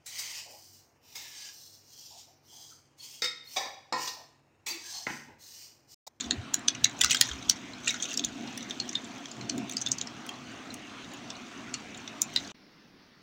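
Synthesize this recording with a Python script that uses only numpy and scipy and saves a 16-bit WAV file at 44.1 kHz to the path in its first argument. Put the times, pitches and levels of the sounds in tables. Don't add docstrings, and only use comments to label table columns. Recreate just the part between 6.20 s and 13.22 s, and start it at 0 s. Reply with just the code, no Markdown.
import sys
import numpy as np
from scipy import signal
from scipy.fft import rfft, irfft, next_fast_len
from scipy.io import wavfile
from scipy.ndimage import uniform_filter1d

SR = 44100
rng = np.random.default_rng(int(sys.argv[2]) if len(sys.argv) > 2 else 0)


def unload_audio(sound):
    columns = np.transpose(np.atleast_2d(sound))
    steps = np.round(np.clip(columns, -1, 1) * 32767)
    wavfile.write(sys.argv[1], SR, steps.astype(np.int16))


N = 309582


def amp(db):
    return 10 ** (np.asarray(db) / 20)


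def evened(x):
    return x / np.sqrt(np.mean(x ** 2) + 1e-20)


def read(points, hz):
    f, value = np.transpose(points)
    return np.interp(np.log(hz + 1), np.log(f + 1), value)


def curve(rows, column=1):
    rows = np.array(rows)
    return np.interp(np.arange(N) / SR, rows[:, 0], rows[:, column])


def coloured(x, points):
    size = next_fast_len(N)
    spectrum = rfft(x, size)
    response = amp(read(points, np.fft.rfftfreq(size, 1 / SR)))
    return evened(irfft(spectrum * response, size)[:N])


def patchy(points, patchy_db):
    frames, hz = N // 256 + 5, np.fft.rfftfreq(1024, 1 / SR)
    real, imaginary, patches = rng.standard_normal((frames, 513, 3)).T
    patches = uniform_filter1d(patches, size=10, axis=0)
    patches = evened(uniform_filter1d(patches, size=12, axis=1))
    level = read(points, hz)[:, None] + patchy_db * patches
    spectra = (real + 1j * imaginary) * amp(level)
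    return evened(signal.istft(spectra, nperseg=1024, noverlap=768)[1][:N])


def band(x, hz, width):
    edges = np.clip([hz - width / 2, hz + width / 2], 300, 19000)
    return signal.sosfilt(signal.butter(2, edges, "band", fs=SR, output="sos"), x)


# (time [s], ring of the film [dB], belly, panel and edge [dB re that ring],
# note of the film [Hz], note of the panel [Hz])
LOUD_SNAPS = [(0.0073, -28.5, -27, -5, -22, 6670, 3640), (0.1093, -23, -9, 4, -45, 6900, 3780),
              (0.3421, -16.5, -18.5, -11, -7, 6600, 4020), (0.483, -15, -18, -3, -33.5, 6100, 3410),
              (0.3925, -45, -20, -10, -8.5, 7300, 3600), (0.5492, -38, -4.5, -1, -31, 6100, 2810),
              (0.6428, -20.5, -16, 3.5, -7.5, 6030, 3870), (0.645, -12.5, -23.5, -5.5, -43.5, 6400, 3580),
              (0.6544, -46, 14.5, -18, -23.5, 6800, 3500), (0.6955, -42.5, -6, -3, -13.5, 7000, 3600),
              (0.7898, -39.5, -14.5, -9.5, -8, 6560, 2840), (0.8102, -22.5, -10.5, -5, -10.5, 7100, 3530),
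              (0.8139, -19, -10.5, 2.5, -2.5, 7370, 3600), (0.8235, -43.5, -7, 7, -14.5, 5800, 3430),
              (0.8361, -20.5, -11, -2.5, -21, 4900, 2820), (0.845, -17, -6, -5, -7.5, 6200, 3760),
              (0.8603, -27.5, -8, -5, -20, 5800, 4640), (0.87, -39.5, -17, -2, -35, 5470, 3960),
              (0.908, -23, -8.5, 1.5, -4.5, 6900, 3180), (0.9146, -21, -22, -3, -36, 6280, 2740),
              (0.9225, -26, -18, -13, -10, 5810, 2780), (0.929, -28, -3.5, 0, -18, 7800, 3130),
              (0.9457, -23, -5, -2, -8, 5290, 3350), (1.0115, -11, -10.5, -4.5, -4, 4600, 3340),
              (1.113, -42, 1.5, 10, -33, 5700, 3440), (1.2969, -12.5, -35, -6, -8, 6100, 4750),
              (1.3115, -31.5, -7.5, -6.5, -10, 6440, 3400), (1.6608, -35, -23, -13, -28, 6700, 3880),
              (1.6734, -34.5, 11, -19.5, -22, 6950, 2720), (1.679, -22.5, -26, -5, -33, 7000, 3760),
              (1.695, -36, -12.5, 5, -25, 6670, 3840), (1.706, -29.5, -3, -18, -13, 6060, 3900),
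              (1.742, -35, 0.5, -2, -32, 6300, 3800), (1.8092, -40.5, -19, -29, -34, 6460, 2810),
              (1.8244, -25.5, -24.5, -16, -19.5, 6350, 3330), (1.8315, -31.5, -19, -15, -34, 6400, 3390),
              (1.84, -36, -30, 2.5, -22.5, 6600, 3480), (1.8534, -34, -27, -4, -31, 6350, 3060),
              (1.888, -49, -20, 6.5, -14, 6200, 2970), (1.907, -38, -29, -26, -27, 6700, 3660),
              (1.9403, -32.5, -24, -6, -18, 6500, 4740), (1.9745, -22, -27, -12.5, -11.5, 5540, 3800),
              (1.994, -28.5, -28, 1, -18.5, 6500, 3550), (2.0391, -41, -21, 12.5, -26, 6800, 3420),
              (2.0472, -22.5, -40, -12, -14.5, 6300, 3500), (2.3756, -36, -7, -9, -2, 6040, 3590),
              (2.427, -38.5, -12, -11, -36, 6060, 3680), (2.497, -39, -8, -10, -14, 6000, 3640),
              (2.5077, -38.5, -4, 9.5, -11.5, 6470, 3400), (2.6003, -32.5, -19, 7.5, -27, 6500, 4230),
              (2.6917, -31, -16, -14, -19, 6100, 3600), (2.7294, -38, -6.5, -12, -30, 6360, 4210),
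              (2.7528, -38, -5.5, 15.5, -16, 6650, 3700), (2.8436, -46, -16, -9, -30, 7150, 4200),
              (3.056, -39, -10, 0, -20, 6000, 3500), (3.114, -40.5, -15, -4.5, -22, 6970, 4660),
              (3.2106, -45, 1.5, 5, -19, 6440, 4060), (3.2961, -26, -13, -4, -25, 6100, 4380),
              (3.3794, -37.5, -14, -5.5, -5.5, 6840, 3730), (3.4956, -38.5, -9, 2.5, -0.5, 6240, 3560),
              (3.513, -34, -29, -19, -27, 6600, 3100), (3.5222, -38.5, -9, -5, -5.5, 5850, 2810),
              (3.534, -40, -19, -9.5, -12.5, 7640, 3850), (3.5684, -25.5, -41, -10, -15, 4950, 5000),
              (3.58, -36, -32, -29, -30, 6300, 4630), (3.606, -40.5, -26, -19, -30, 6200, 4590),
              (3.6147, -29, -24, -20, -19.5, 6340, 3710), (3.6177, -35, -26, -12, -29, 6300, 3570),
              (3.621, -31, -32, -25, -23.5, 6350, 4800), (3.6625, -28.5, -18, 0.5, -23.5, 6540, 3530),
              (3.67, -33.5, -12, 5.5, -36, 5000, 3610), (3.686, -38.5, -13, -2.5, -8, 6600, 3630),
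              (3.7168, -18.5, -44, -37.5, -17.5, 6220, 4960), (3.7265, -37.5, -30, -20, -20, 6240, 4900),
              (3.7837, -32.5, -32, -6, -15, 6400, 4590), (3.8132, -27, -34, -4, -23.5, 6540, 3800),
              (3.8716, -37, -10, -6, -35, 5770, 4600), (4.065, -46.5, -0.5, -19, 2, 6360, 3030),
              (4.0908, -40.5, 0, 5.5, -4, 6670, 3030), (4.5413, -38.5, -14, -8.5, 0.5, 6200, 2810),
              (4.936, -47.5, -13, -16, -3.5, 7000, 3600), (5.1027, -36, -8, -3.5, -18, 5680, 3460),
              (5.5406, -29, -9.5, -3.5, -40, 6900, 4200), (5.5455, -35.5, -11.5, -3, -20, 5900, 2810),
              (5.774, -44.5, -24, -18, -12.5, 6940, 3600), (5.8763, -38.5, -9, 1.5, -22.5, 5860, 3520),
              (6.018, -16.5, -40, -18, -5.5, 7320, 3560), (6.138, -47.5, -26, -19, -3.5, 6250, 3600),
              (6.1613, -26.5, -7, 9.5, -9, 4500, 3980), (6.173, -42, -7, 10.5, -21, 5500, 3600)]
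# (centre [Hz], width [Hz])
PACKET_BANDS = [(6550, 1530), (2002, 730), (3600, 1120), (10350, 4650), (14200, 4500)]
FILM_WIDTH_HZ, PANEL_WIDTH_HZ = 720, 395
SKIRT_DB = -1
HARD_DB, HARD_MS, BUSY_DB = -18, 1.15, -50
LONGER_SOFT, LONGER_BUSY = 0.34, 0.4
RISE_MS = 0.53
TWIN_MS, TWIN_DB = (1.0, 2.6), -6


def slip_bursts(rows, starts, t, lead):
    draws = rng.standard_normal((len(rows), len(t) + 2))
    softness = LONGER_SOFT * (HARD_DB - rows[:, 1])
    busyness = LONGER_BUSY * (curve(HANDLING)[starts] - BUSY_DB)
    length_ms = np.clip(HARD_MS * amp(softness + busyness), .5, 20)[:, None]
    creak = amp(-22.5 + 3000 * np.minimum(t, 0))
    slips = amp(-9 * np.maximum(t, 0) * 1000 / length_ms)
    rise = np.clip(t * 1000 / RISE_MS, 0, 1)
    bursts = draws[:, 2:] * ((1 - rise) * creak + rise * slips)
    bursts[:, lead + 8] += 2.2
    lags = (SR / 1000 * np.interp(np.tanh(draws[:, 1]), (-1, 1), TWIN_MS)).astype(int)
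    bursts = np.array([b + amp(TWIN_DB) * np.roll(b, lag) for b, lag in zip(bursts, lags)])
    return bursts, draws


def snaps():
    lead = 300
    rows = np.array(LOUD_SNAPS + lesser())
    out, t = np.zeros(N + 2000), (np.arange(1300) - lead) / SR
    starts = np.maximum(np.round(rows[:, 0] * SR).astype(int), 0)
    bursts, draws = slip_bursts(rows, starts, t, lead)
    crisp = bursts * amp(-1200 * np.maximum(t, 0))
    excitations = [bursts] * 3 + [crisp] * 2
    broad = np.array([band(x, *part) for x, part in zip(excitations, PACKET_BANDS)])
    for k, (s, film_db, belly_db, panel_db, edge_db, film_hz, panel_hz) in enumerate(rows):
        film, belly, panel, edge, tip = map(evened, broad[:, k])
        skirt = amp(SKIRT_DB + .3 * (film_db + 16.5))
        belly_hz = PACKET_BANDS[1][0] * (1 + 0.16 * draws[k, 0])
        film = skirt * film + evened(band(bursts[k], film_hz, FILM_WIDTH_HZ))
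        panel = skirt * panel + evened(band(bursts[k], panel_hz, PANEL_WIDTH_HZ))
        belly = skirt * belly + evened(band(bursts[k], belly_hz, 350))
        edge = edge + amp(-2.0) * tip
        for ring, db in zip((film, belly, panel, edge), (0, belly_db, panel_db, edge_db)):
            loudest = np.sqrt(2 * uniform_filter1d(ring ** 2, size=88).max())
            out[starts[k]:starts[k] + len(t)] += amp(film_db + db) * ring / loudest
    return out[lead:lead + N]


# (film [dB re handling], belly, panel and edge [dB re film], film and panel [Hz])
LESSER_MEAN = (0.5, -15, -4, -23.5, 6304, 3509)
LESSER_SPREAD = (3.5, 7, 8.6, 7.4, 550, 510)
LESSER_COUNT = 120
CROWDING = .7


def lesser():
    level, draws = curve(HANDLING), rng.standard_normal((LESSER_COUNT, 6))
    before_break = np.arange(N) / SR < BREAK_LEVELS[0][0][0]
    share = np.cumsum(amp(CROWDING * level) * before_break)
    at = np.searchsorted(share, share[-1] * rng.random(LESSER_COUNT))
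    rows = LESSER_MEAN + np.clip(draws, -2, 2) * LESSER_SPREAD
    return [(k / SR, level[k] + row[0], *row[1:]) for k, row in zip(at, rows)]


# (time [s], level [dB]); the rustle is set 7 dB under it
HANDLING = [(0.0, -42), (0.1, -56), (0.28, -65), (0.76, -53.5), (0.9, -36.5), (1.09, -42), (1.18, -48.5),
            (1.58, -58), (1.69, -37.5), (1.79, -47.5), (1.9, -40), (2.03, -54), (2.4, -49), (3.06, -54),
            (3.4, -57), (3.62, -53), (3.84, -58), (6.09, -55.5), (6.17, -46), (6.32, -52)]
# (frequency [Hz], level [dB])
RUSTLE_COLOUR = [(900, -27), (1600, -13), (2550, -2), (3600, 8.5), (4900, -4.5), (6150, 8), (7500, -4.5),
                 (10000, -23), (12400, -13.5), (15200, -15), (16500, -27)]


def rustle():
    sizes, chance = rng.exponential(1, (2, N)), rng.random((2, N))
    notes = amp(2.0 * np.minimum(sizes[0], 5)) * (chance[0] < 3000 / SR)
    clicks = amp(4.1 * np.minimum(sizes[1], 5)) * (chance[1] < 700 / SR)
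    crease, t, ringing = rng.integers(0, 40, N), np.arange(400) / SR, np.zeros(N)
    for k, hz in enumerate(np.geomspace(1300, 16000, num=40)):
        note = np.sin(2 * np.pi * hz * t) * np.minimum(t / 0.00042, 1) * np.exp(-t / 0.0031)
        rung = signal.oaconvolve(notes * (crease == k), note)[:N]
        ringing += amp(read(RUSTLE_COLOUR, hz)) * np.sqrt(hz) * rung
    thin = signal.oaconvolve(clicks, np.exp(-t / 0.00053))[:N] * rng.standard_normal(N)
    mix = evened(ringing) + amp(-1.0) * coloured(thin, RUSTLE_COLOUR)
    return amp(curve(HANDLING) - 7.0) * evened(mix)


# (frequency [Hz], time to fall 60 dB [s])
KITCHEN_DECAY = [(1000, 0.36), (2500, 0.15), (4000, 0.12), (7000, 0.088), (12000, 0.058)]
FLUTTER_S, FLUTTER_DB = .0105, 10
REFLECTIONS_DB = -11


def kitchen(x):
    taps = np.zeros(SR // 2)
    at = np.arange(100, len(taps) - 20, 20)
    taps[at + rng.integers(0, 20, len(at))] = rng.choice([-1., 1.], len(at))
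    for k in (1, 2, 3, 4):
        rough = rng.standard_normal(150) * np.exp(-np.arange(150) / (8.3 * k))
        returned = amp(FLUTTER_DB - 4 * (k - 2.0)) * rough / np.linalg.norm(rough)
        taps[round(k * FLUTTER_S * SR):][:150] += returned
    hz, t, z = signal.stft(taps, SR, nperseg=256)
    t60 = np.maximum(read(KITCHEN_DECAY, hz), .02)[:, None]
    tail = signal.istft(z * amp(-60 * t / t60), SR, nperseg=256)[1]
    return x + signal.fftconvolve(x, amp(REFLECTIONS_DB) * tail / np.linalg.norm(tail))[:N]


# (time [s], peak of the swell [dB], pitch [Hz], length [s])
KNOCKS = [(0.054, -50, 71, 0.07), (0.172, -39, 90.5, 0.037), (.62, -53, 69.4, 0.033),
          (0.831, -46.5, 71.4, 0.054), (1.105, -43, 66, 0.054), (1.265, -57, 50, 0.037),
          (2.044, -56, 60, 0.032)]


def thumps():
    out = np.zeros(N)
    for s, db, hz, length in KNOCKS:
        t = np.arange(0, 3 * length, 1 / SR)
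        swell = 3 * t / length * np.e * np.exp(-3 * t / length)
        out[round(s * SR):][:len(t)] += amp(db) * np.sin(2 * np.pi * hz * t) * swell
    return out


# (time [s], hum level [dB], bass level [dB])
HUM_BASS_LEVELS = [(0.0, -50.5, -70.5), (0.14, -41, -60), (0.19, -60, -43), (0.26, -54, -60),
                   (0.44, -50, -64), (0.63, -54, -52.5), (0.77, -52, -63.5), (1.07, -55.5, -57),
                   (1.39, -52.5, -63), (1.94, -54.5, -64.5), (2.0, -42.5, -63), (2.13, -52, -61),
                   (2.22, -42.5, -64.5), (2.31, -50.5, -63.5), (2.83, -50, -63.5), (3.13, -54, -72),
                   (3.22, -46, -50.5), (3.29, -49, -61), (3.36, -34.5, -42.5), (3.5, -51.5, -61),
                   (3.55, -46.5, -61.5), (3.63, -58.5, -62.5), (3.68, -48.5, -46), (3.77, -54.5, -63.5),
                   (6.32, -54, -66.5)]
# (frequency [Hz], level [dB])
HUM_COLOUR = [(110, -55.5), (150, -12), (200, -1.5), (250, 7), (300, 0.5), (380, -7.5), (600, -30.5),
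              (705, -3.5), (820, -47.5), (1100, -56.5)]
# (frequency [Hz], level [dB])
BASS_COLOUR = [(45, -43.5), (70, -9.5), (95, -4.5), (124, 13), (150, 3), (220, -53.5)]
HUM_WAVER_DB, BASS_WAVER_DB = 0.5, 2.5


def slow_waver(x, db):
    return db * evened(uniform_filter1d(uniform_filter1d(x, size=3000), size=3000))


def hum():
    hum_noise, bass_noise, hum_drift, bass_drift = rng.standard_normal((N, 4)).T
    hum_db = curve(HUM_BASS_LEVELS) + slow_waver(hum_drift, HUM_WAVER_DB)
    bass_db = curve(HUM_BASS_LEVELS, 2) + slow_waver(bass_drift, BASS_WAVER_DB)
    return amp(hum_db) * coloured(hum_noise, HUM_COLOUR) + amp(bass_db) * coloured(bass_noise, BASS_COLOUR)


# (frequency [Hz], level [dB per Hz])
AIR_COLOUR = [(18, -32), (30, -37.5), (59, -19), (251, -8.5), (511, -15.5), (700, -10.5), (863, -13.5),
              (1420, -13.5), (1750, -15.5), (2740, -15), (5010, -25.5), (6020, -25), (11300, -46.5),
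              (15900, -44.5)]
AIR_DB = -51.5


def kitchen_air():
    return amp(AIR_DB) * patchy(AIR_COLOUR, patchy_db=2.5)


# (frequency [Hz], level [dB per Hz])
LATE_AIR_COLOUR = [(18, -38), (30, -5), (86, -16), (153, 1), (245, 6), (294, 1), (553, -9), (2110, -9),
                   (3290, -13.5), (5420, -12), (7620, -38), (15900, -27.5)]
# (time [s], level [dB])
LATE_GAIN = [(6.36, 4.5), (7.02, 4.5)]
LATE_BASE_DB = -61


def late_air():
    return amp(LATE_BASE_DB + curve(LATE_GAIN)) * patchy(LATE_AIR_COLOUR, patchy_db=1.7)


# (time [s], level [dB])
BREAK_LEVELS = [(6.318, 4), (6.321, -23), (6.333, -35)], [(6.338, -41), (6.347, 2.5), (6.36, -1.5)]


def scene():
    packet = kitchen(snaps() + rustle())
    first = packet + hum() + thumps() + kitchen_air()
    second = late_air()
    late = np.arange(N) / SR > 6.336
    leaving = amp(curve(BREAK_LEVELS[0])) * first
    returning = amp(curve(BREAK_LEVELS[1])) * second
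    return np.where(late, returning, leaving)[None]


# (frequency [Hz], level [dB])
MICROPHONE = [(8000, 2), (10000, 0.5), (13000, -6.5), (15200, 0), (15800, -1.5), (16050, -16.5)]
EDGE_HZ = 16700


def record(dry):
    heard = np.sqrt(np.mean(dry ** 2)) * coloured(dry[0], MICROPHONE)[None]
    lowpass = signal.firwin(511, EDGE_HZ, window=("kaiser", 9), fs=SR)[None]
    return signal.oaconvolve(np.clip(heard, -1, 1), lowpass, "same")


dry = scene()
out = record(dry)
unload_audio(out)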